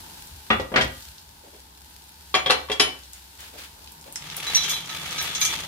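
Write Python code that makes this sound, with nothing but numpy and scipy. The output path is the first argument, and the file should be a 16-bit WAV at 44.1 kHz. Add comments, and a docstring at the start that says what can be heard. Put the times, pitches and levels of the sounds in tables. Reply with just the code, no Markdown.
"""A ceramic butter tray, then its lid, are set down in a sink: struck modes over a booming base, in stereo.
A spatula knocks on a steel pan (slowly built ringing) and stirs dry pasta (clouds of tiny clicks).
Butter sizzles (fluttering noise, flares) and spits (short sprays) over a gas flame (shaped noise).
Thumps, a wavering hum, a low rumble near the pan, the lid lifted off the counter and a hand and spatula
brushing it (noise swells) lie behind; a room answers the knocks."""
import sys
import numpy as np
from scipy import signal
from scipy.fft import rfft, irfft, next_fast_len
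from scipy.io import wavfile
from scipy.ndimage import uniform_filter1d

SR = 44100
rng = np.random.default_rng(int(sys.argv[2]) if len(sys.argv) > 2 else 0)


def put_to_file(sound):
    """Save the sound as 16-bit audio at rate SR, in the file named by the first command-line argument."""
    columns = np.atleast_2d(sound).T  # one column per channel
    safe = np.clip(columns, -1, 1)
    whole_steps = np.round(safe * 32767)
    wavfile.write(sys.argv[1], SR, whole_steps.astype(np.int16))


def ratio(d):
    """dB to gain"""
    e = np.asarray(d, float) / 20
    return 10 ** e


N = 250399
t = np.arange(N) / SR
HALF_S = SR // 2  # samples in the half second that a blow or the room may ring

# ringing modes of the steel pan: (frequency [Hz], relative level [dB], t60 [s])
PAN_MODES = [(1280, -11.5, 0.34), (1620, -12.5, 0.26), (1808, -5.5, 0.18), (2257, -12, 0.16),
             (2330, -3, 0.17), (2678, -14, 0.12), (3251, -17, 0.11), (3192, -9, 0.65), (3467, -2, 0.43),
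             (3440, -10, 0.25), (3921, -6, 0.31), (3967, 3, 0.13), (4500, -14, .2), (4280, -13, 0.049),
             (4700, -31.5, .12), (5040, -19, 0.073), (6160, -23, 0.085), (5860, 5.5, 0.099),
             (6148, -23, .09), (6390, 8, 0.057), (6650, -12, 0.067)]


def curve(table):
    """Table columns joined by straight lines in time; 30 dB down outside a table that starts late or ends early."""
    s, *columns = np.transpose(table)
    before_db, after_db = 30 * (s[0] > 0.1), 30 * (s[-1] < 5.5)
    return [np.interp(t, s, c, left=c[0] - before_db, right=c[-1] - after_db) for c in columns]


def unit(x):
    """Scale to rms 1."""
    return x / np.sqrt(np.mean(x ** 2))


def colour(x, tone):
    """Filter by (frequency [Hz], gain [dB]) points, joined over log frequency."""
    n = next_fast_len(N)
    hz, db = np.transpose(tone)
    bin_hz = np.arange(n // 2 + 1) * SR / n
    gain = ratio(np.interp(np.log(bin_hz + 1), np.log(hz), db))
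    return irfft(rfft(x, n) * gain, n)[..., :N]


def band(x, hz, below=2.4, above=1.66):
    """Gentle band-pass from hz / below to hz * above."""
    edges_hz = [hz / below, min(hz * above, 20000)]
    return signal.sosfilt(signal.butter(1, edges_hz, "band", fs=SR, output="sos"), x)


def walk(rate_hz):
    """Random levels held 1 / rate_hz and slewed twice; spread near 1."""
    k = int(SR / rate_hz)
    held = np.repeat(rng.standard_normal(N // k + 1), k)
    return 0.53 * uniform_filter1d(uniform_filter1d(held, k), k)[:N]


def swell(at_s, length_s, db):
    """Gain that rises, holds and dies away."""
    attack_s, release_s = 0.015, 0.036
    s = t - at_s
    return ratio(db) * np.clip(s / attack_s, 0, 1) * np.exp(-np.maximum(s - length_s, 0) / release_s)


def diffuse(x, alike_hz=410.0):
    """Two unrelated signals become left and right, alike only in the bass."""
    high = signal.butter(N=3, Wn=alike_hz, btype="high", fs=SR, output="sos")
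    side = signal.sosfilt(high, x[1]) + 0.12 * x[1]
    return np.array([x[0] + side, x[0] - side])


def grains(per_s, spread_db, grain_s=0.0042):
    """Scattered bursts of noise, many small and a few large, heard at both ears."""
    size = ratio(spread_db * np.minimum(rng.exponential(size=N), 5))
    starts = (rng.random(N) < per_s / SR) * size
    envelope = signal.lfilter([1], [1, -np.exp(-1 / (grain_s * SR))], starts)
    return envelope * rng.standard_normal((2, N))


def haze(t60_s):
    """The many small modes too close to tell apart: a dying noise, unlike at the two ears."""
    return diffuse(rng.standard_normal((2, HALF_S))) * 1000 ** (-t[:HALF_S] / t60_s)


def ring(modes, favoured_hz, boost_db=12.5, spread=0.051):
    """Struck modes: the spot favours those near one pitch, stirs the rest unevenly; pitches vary at random."""
    hz, db, t60_s = np.transpose(modes)[:, :, None]
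    s = t[:HALF_S]
    uneven_db = 4 * rng.standard_normal(db.shape)
    hz = hz * (1 + 0.003 * rng.standard_normal(hz.shape))
    near = np.exp(-(np.log(hz / favoured_hz) / spread) ** 2)
    db = db + boost_db * near + uneven_db * (1 - near)
    decay = np.exp(-np.log(1000) * s / np.clip(t60_s, 0.01, 2))
    return np.sum(ratio(db) * decay * np.sin(2 * np.pi * hz * s), axis=0)


def blow(at_s, db, modes, cloud, hz, rise_s, base=0.0, crack=2.4, below=3.64, above=1.454):
    """A crack, then the ring builds as the surfaces settle; the contact colours it, the base answers too."""
    s = t[:HALF_S]
    rise = 1 - np.exp(-s / max(rise_s, 1e-4))
    rough = rise * cloud + crack * (s == 0)
    rough = band(band(rough, hz, below, above), hz, below, above)
    sound = band(rise * modes + rough, hz, 1.9, 2.32) + rise * base
    first_20_ms = sound[:, :SR // 50]
    out, i = np.zeros((2, N + SR)), int(at_s * SR)
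    out[:, i:i + len(s)] = ratio(db) * sound / np.sqrt(np.mean(first_20_ms ** 2))
    return out[:, :N]


def thumps():
    """Deep thumps: swells of low noise, the same at both ears."""
    # (time [s], length [s], level [dB])
    thump_rows = [(.04, .03, -65), (0.166, 0.027, -58), (0.309, 0.038, -42.5), (0.524, 0.097, -36.5),
                  (0.773, 0.11, -36), (0.966, .03, -48), (1.063, .03, -48.5), (1.263, .03, -51)]
    tone = [(25, -31), (50, -6), (65, 8.5), (85, 1), (120, -4.5), (200, -45)]
    return sum(swell(*row) for row in thump_rows) * unit(colour(rng.standard_normal(N), tone))


def hum():
    """A low sine whose pitch and level waver."""
    # (time [s], level [dB])
    hum_rows = [(1.35, -62), (1.67, -56), (2.12, -58), (2.41, -48.5), (2.88, -52), (3.16, -55), (3.94, -59),
                (4.1, -81)]
    centre_hz, wander_hz = 67, 2.6
    hz = centre_hz + wander_hz * unit(walk(6.6))
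    level_db = curve(hum_rows)[0] + 0.73 * walk(10.0)
    return np.sqrt(2) * ratio(level_db) * np.sin(2 * np.pi * np.cumsum(hz) / SR)


def low_rumble():
    """A steady low rumble near 150 Hz, heard close to the pan: narrow noise, the same at both ears."""
    tone = [(90, -31.0), (140, 2.5), (170, 1.5), (260, -34.0), (500, -72.5)]
    from_s, level_db, waver_db = 4.2, -50, 0.5
    noise = unit(colour(rng.standard_normal(N), tone))
    return swell(from_s, N / SR, level_db) * ratio(waver_db * walk(6.7)) * noise


def counter_contacts():
    """Lid lifted off the counter (dull thumps), then hand and spatula brushing it: grains as hiss and dull rub."""
    # first two rows the lid, then the brushing: (time [s], length [s], hiss level [dB], dull rub level [dB])
    contact_rows = [(1.428, 0.031, -60, -51), (1.525, 0.017, -57.5, -55), (3.126, 0.044, -52.5, -80),
                    (3.381, 0.093, -46.5, -68), (3.526, .03, -52, -51.5), (3.571, 0.078, -45, -82),
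                    (4.049, 0.041, -52, -50.5)]
    hiss_tone = [(600, -11), (1500, -4.5), (3500, -2.5), (6000, -9.5), (14000, -14)]
    rub_tone = [(150, -17), (300, 4), (600, 5), (1000, -10), (2500, -41)]
    hiss = diffuse(unit(colour(grains(4500, 0.92), hiss_tone)))
    rub = diffuse(unit(colour(grains(1300, 2.0), rub_tone)))
    return sum(swell(s, n, hiss_db) * hiss + swell(s, n, rub_db) * rub for s, n, hiss_db, rub_db in contact_rows)


def flame():
    """Gas flame roar and room rumble: shaped noise that swells slowly and flutters."""
    # noise spectrum: (frequency [Hz], relative density [dB per Hz])
    flame_tone = [(15, -69.5), (25, -27), (50, -0.5), (64, -5), (80, 2), (92, -1.5), (124, -12.5),
                  (158, -2.5), (188, -8), (377, -13), (535, -18.5), (731, -16), (885, -5.5), (1150, -19),
                  (1600, -24), (2080, -69), (3520, -120)]
    # swell of flame and room rumble: (time [s], gain [dB])
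    flame_swell = [(0, 7), (.4, 4), (1.2, 0), (2.2, 0.5), (3.2, -0.5), (4.2, 5), (5.68, 11)]
    gain_db = -57 + curve(flame_swell)[0] + 1.5 * walk(7.2)
    return ratio(gain_db) * diffuse(unit(colour(rng.standard_normal((2, N)), flame_tone)))


def sizzle():
    """Fine fizz of butter over a fluttering hiss; it flares brighter as turned pasta meets hot butter."""
    # the head turns from the pan and back: (time [s], level [dB])
    sizzle_rows = [(0.0, -47.5), (0.3, -48), (0.7, -55), (0.99, -50), (1.25, -54.5), (1.72, -55.5),
                   (2.39, -52), (2.85, -52), (3.62, -53), (3.81, -52.5), (4.02, -52.5), (5.68, -49)]
    # noise spectrum: (frequency [Hz], relative density [dB per Hz])
    sizzle_tone = [(710, -48), (1200, -15.5), (1490, -4), (2110, -9), (2790, -5.5), (4360, -3), (6030, -7),
                   (6720, -7.5), (14800, -8), (16000, -23)]
    # (time [s], length [s], level [dB])
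    flare_rows = [(4.534, 0.036, -40), (4.68, 0.039, -36.5), (5.206, 0.03, -42.5), (5.394, 0.04, -36)]
    flare_tone = [(3000, -30), (7000, -7), (11000, 3), (14800, 0), (16000, -30)]
    fizz = rng.standard_normal((2, N)) + 0.5 * unit(grains(200, 3, 0.0015))
    fizz = diffuse(unit(colour(fizz, sizzle_tone)))
    flare = diffuse(unit(colour(grains(3000, 2.5, 0.002), flare_tone)))
    level_db = curve(sizzle_rows)[0] + 3.5 * walk(7.12)
    return ratio(level_db) * fizz + flare * sum(swell(*row) for row in flare_rows)


def spits_and_tick():
    """Bursting butter drops, and at 4.16 s a broadband tick of the spatula touching the pan: click and spray."""
    # the two rows near 4.16 s are the tick: (time [s], level [dB], brightest frequency [Hz])
    spit_rows = [(.272, -51, 9600), (1.024, -51, 5300), (1.182, -50, 4500), (3.035, -52, 4700),
                 (3.133, -44.5, 8050), (3.406, -51, 7040), (3.874, -48.5, 3940), (3.92, -49.5, 10500),
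                 (4.012, -51.5, 7260), (4.125, -44, 10100), (4.158, -34, 5830), (4.159, -44.5, 2170),
                 (4.3, -40.5, 3800), (4.367, -34.5, 10800), (4.859, -46, 5960), (5.109, -40.5, 5730),
                 (5.226, -35, 11500), (5.603, -43, 7950)]
    return sum(blow(s, db, 0.0, 0.46 * haze(0.0094), hz, 0.00015, crack=1.9, below=1.7, above=1.44)
               for s, db, hz in spit_rows)


def stirring():
    """Dry pasta tumbles: dense clicks, heard directly and through the pan's ring."""
    # (time [s], rattle level [dB], share of the pan's ring [dB])
    stir_rows = [(4.04, -72, -10), (4.176, -54, -27), (4.224, -44.5, -15), (4.512, -32.5, -7.5),
                 (4.58, -35.5, -10), (4.70, -33, -2), (4.784, -38.5, -23), (4.862, -41, -19),
                 (4.932, -38, -9), (5.058, -37, -4), (5.23, -34, -7.5), (5.386, -37, -0.5),
                 (5.544, -31, -8.5), (5.678, -41, -17)]
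    # rattle spectrum: (frequency [Hz], relative density [dB per Hz])
    rattle_tone = [(150, -22), (250, -8), (698, -8), (938, -3.5), (1040, -12.5), (1160, -1), (1470, -7),
                   (3340, -1.5), (5200, -9.5), (6200, -9), (8000, -16), (11100, -16), (14900, -22.5),
                   (16000, -25)]
    rattle_db, ring_db = curve(stir_rows)
    clicks = grains(1700, 2.8, 0.0025) * ratio(1.4 * walk(25))
    direct = unit(colour(clicks, rattle_tone))
    pan_answer = band(band(ring(PAN_MODES, 2110), 2700.0, above=1.3), 2500.0, above=1.25)
    rung = unit(signal.fftconvolve(clicks, pan_answer[None])[:, :N])
    return ratio(rattle_db) * diffuse(direct + ratio(ring_db) * rung, 1470.0)


def spatula():
    """The spatula knocks and scrapes the pan wall, whose high modes crowd together."""
    # (time [s], level [dB], brightest frequency [Hz], build-up time [s], favoured mode [Hz])
    pan_blows = [(4.465, -31.5, 3900, 0.0085, 3967), (4.506, -54, 3880, 0.0092, 3967),
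                 (4.546, -16.5, 4540, 0.002, 5900), (4.563, -24.5, 4280, 0.0081, 3967),
                 (4.599, -32, 3960, .005, 3967), (4.63, -29, 4630, 0.0095, 3192),
                 (4.655, -38, 3960, .005, 3967), (4.691, -26.5, 5740, 0.0084, 2330),
                 (4.73, -31.5, 3980, 0.0038, 3967), (4.891, -36, 2550, 0.00098, 1280),
                 (5.18, -29, 3650, 0.0088, 1620), (5.347, -28.5, 5700, 0.0035, 6148),
                 (5.413, -19.5, 4540, 0.0016, 2330), (5.449, -22.5, 7350, 0.00037, 6650)]

    def knock_pan(s, db, hz, rise_s, spot_hz):
        """One blow: pan modes and two hazes, broad and crowded."""
        modes = ring(PAN_MODES, spot_hz, boost_db=15.0, spread=0.026)
        cloud = 5.0 * haze(0.082) + 15.6 * band(haze(0.11), 6050.0, 1.01, 1.08)
        return blow(s, db, modes, cloud, hz, rise_s)
    return sum(knock_pan(*row) for row in pan_blows)


def knock(modes, sink_hz, cloud, s, db, sink_db, hz, spot_hz):
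    """A dish strikes sink or worktop: its modes, a dense clank near the favoured pitch, the base booming along."""
    # ringing modes of the sink: (frequency [Hz], relative level [dB], t60 [s])
    sink_modes = [(61.7, 2.5, 0.82), (143.4, -14.5, 0.52), (221, -12.5, 0.38), (258.8, -12.5, 0.4),
                  (364, -18.5, 0.29), (420, -8, 0.18), (511, -8, 0.14), (537.7, -7, 0.18), (640, -7, 0.14),
                  (748, -6.5, 0.2), (950, -20, 0.61)]
    held_db_per_s, halfway_db = -250, -27  # light touches stay in contact and die sooner
    held = ratio(held_db_per_s * t[:HALF_S] / (1 + ratio(db - halfway_db) ** 2))
    clank = band(haze(0.055), spot_hz, 1.105, 1.08)
    sink = ring(sink_modes, spot_hz) + 2.4 * haze(0.35) + 7.4 * clank
    sink = band(band(sink, sink_hz, above=1.5), sink_hz, 1.52, 5.5)
    base = ratio(sink_db) * held * sink
    dish = held * (ring(modes, spot_hz) + 5.1 * clank)
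    return blow(s, db, dish, held * cloud * haze(0.14), hz, rise_s=0.00075, base=base, crack=14.0)


def lid():
    """The ceramic lid's blows; the base booms higher than under the tray."""
    # ringing modes: (frequency [Hz], relative level [dB], t60 [s])
    lid_modes = [(1125, 13, 0.049), (1590, -18, 0.051), (1764, 5.5, 0.11), (1970, 3, 0.17),
                 (1970, 2.5, 0.21), (2335, 9, 0.12), (2715, 7, 0.16), (2995, 4.5, 0.31),
                 (3255, 12.5, 0.092), (3343, 0.5, 0.29), (3600, 20.5, 0.023), (3860, 12.5, 0.032),
                 (4130, 12, 0.055), (4230, 4, 0.043), (4870, -4, 0.084), (5040, 10, 0.056), (5290, 1, 0.11),
                 (5750, -9, 0.18), (5770, -14, 0.29), (6481, -17, 0.086), (6950, -1, 0.24),
                 (7170, -1, 0.088), (7682, -20, 0.18), (9040, -5, 0.079), (8974, -9, 0.4), (9448, -25, .22),
                 (9960, -1, 0.11), (10700, -2, .16), (11500, -12, 0.15), (11000, 4, 0.21),
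                 (12000, -16, 0.11), (12660, -6, .16), (13260, -7, .07), (14870, -5, 0.17)]
    # (time [s], level [dB], sink share [dB], brightest frequency [Hz], favoured mode [Hz])
    lid_blows = [(1.543, -54, 11, 500, 420), (2.341, -17, 10.5, 2140, 1125),
                 (2.349, -18.5, 8.5, 2840, 2335), (2.46, -21, 14.5, 2550, 3343), (2.498, -15, 8, 1720, 511),
                 (2.505, -16.5, -22, 3700, 4130), (2.53, -44, 8, 2580, 511), (2.686, -39.5, -9, 1520, 1125),
                 (2.698, -25.5, 20.5, 2300, 425), (2.7155, -24.5, -15, 4100, 3343),
                 (2.7971, -12.5, 7.5, 3660, 5040), (2.800, -23.5, 14.5, 2970, 427)]
    return sum(knock(lid_modes, 455.0, 13.0, *row) for row in lid_blows)


def tray():
    """The ceramic tray's blows; the base booms deep."""
    # ringing modes: (frequency [Hz], relative level [dB], t60 [s])
    tray_modes = [(1207, 7, 0.12), (1340, 5.5, 0.13), (1438, 4, 0.056), (1556, -1, 0.1),
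                  (1744, -1.5, 0.067), (1926, 9.5, 0.14), (2000, 1.5, 0.12), (2240, 1, 0.17),
                  (2400, 17, 0.019), (2690, -7, 0.28), (2830, 4, 0.18), (3192, 8.5, 0.063), (3430, 2, 0.08),
                  (3530, -8, 0.22), (4160, 1, 0.057), (3800, -4, 0.064), (4700, -12, 0.19),
                  (4470, -20, 0.14), (5200, -29, 0.21), (5900, -27, 0.05), (6470, -30, 0.34),
                  (7200, -31, 0.35)]
    # (time [s], level [dB], sink share [dB], brightest frequency [Hz], favoured mode [Hz])
    tray_blows = [(0.5024, -14, 6.5, 1600, 221), (0.597, -27, 22.5, 3430, 511),
                  (0.717, -32.5, 34, 1680, 1556), (0.7397, -23.5, 11, 1310, 640),
                  (0.7592, -14.5, 8.5, 2330, 1744), (0.773, -22, 8, 1790, 1556),
                  (0.7796, -23.5, 20, 2560, 221), (0.809, -22, 0, 3400, 3192), (0.818, -26, 6, 3800, 3192),
                  (.83, -41, 10, 3040, 2690)]
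    return sum(knock(tray_modes, 310.0, 9.7, *row) for row in tray_blows)


def room(x):
    """Decaying echoes, different at each ear, treble dying first."""
    t60_s, treble_t60_s, split_hz = 0.34, 0.14, 3000
    s = t[:HALF_S]
    noise = rng.standard_normal((2, len(s)))
    low = signal.sosfilt(signal.butter(1, split_hz, fs=SR, output="sos"), noise)
    tail = low * 1000 ** (-s / t60_s) + (noise - low) * 1000 ** (-s / treble_t60_s)
    tail = diffuse(tail * np.minimum(s / 0.0005, 1))
    return signal.fftconvolve(x[None], tail / np.sqrt(np.sum(tail ** 2) / 2))[:, :N]


def place(x, pan_db, count):
    """Direct sound: left louder by pan_db and later by count samples (negative: right later)."""
    left = ratio(pan_db / 2) * np.roll(x[0], max(count, 0))
    right = ratio(-pan_db / 2) * np.roll(x[1], max(-count, 0))
    return np.array([left, right])


def scene():
    """All sources, placed, with the room's answer to the knocks, spits and tick."""
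    dish_tray, dish_lid, pan, drops = tray(), lid(), spatula(), spits_and_tick()
    near = place(dish_tray, 2.3, count=-7) + place(dish_lid, 2.1, count=-3)
    near = near + place(pan + drops, 1.0, count=-3)
    to_room = ratio(-5.0) * (dish_tray + dish_lid)[0] + ratio(-1.5) * pan[0] + ratio(0.5) * drops[0]
    bed = stirring() + sizzle() + flame() + counter_contacts() + low_rumble() + hum() + thumps()
    bed_balance_db = np.array([[0.6], [-0.6]])  # left, right
    return near + room(to_room) + bed * ratio(bed_balance_db)


def roll_off(x):
    """The treble ends steeply here."""
    return signal.sosfilt(signal.butter(12, 16670, fs=SR, output="sos"), x)


def record(dry):
    """The loudest peaks are rounded off and the top is cut."""
    ceiling, cut_hz = 1.3, 15700
    rounded = ceiling * np.tanh(dry / ceiling)
    mix = signal.sosfilt(signal.ellip(8, 0.2, 60, cut_hz, fs=SR, output="sos"), rounded)
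    return roll_off(mix)


dry = scene()
out = record(dry)
put_to_file(out)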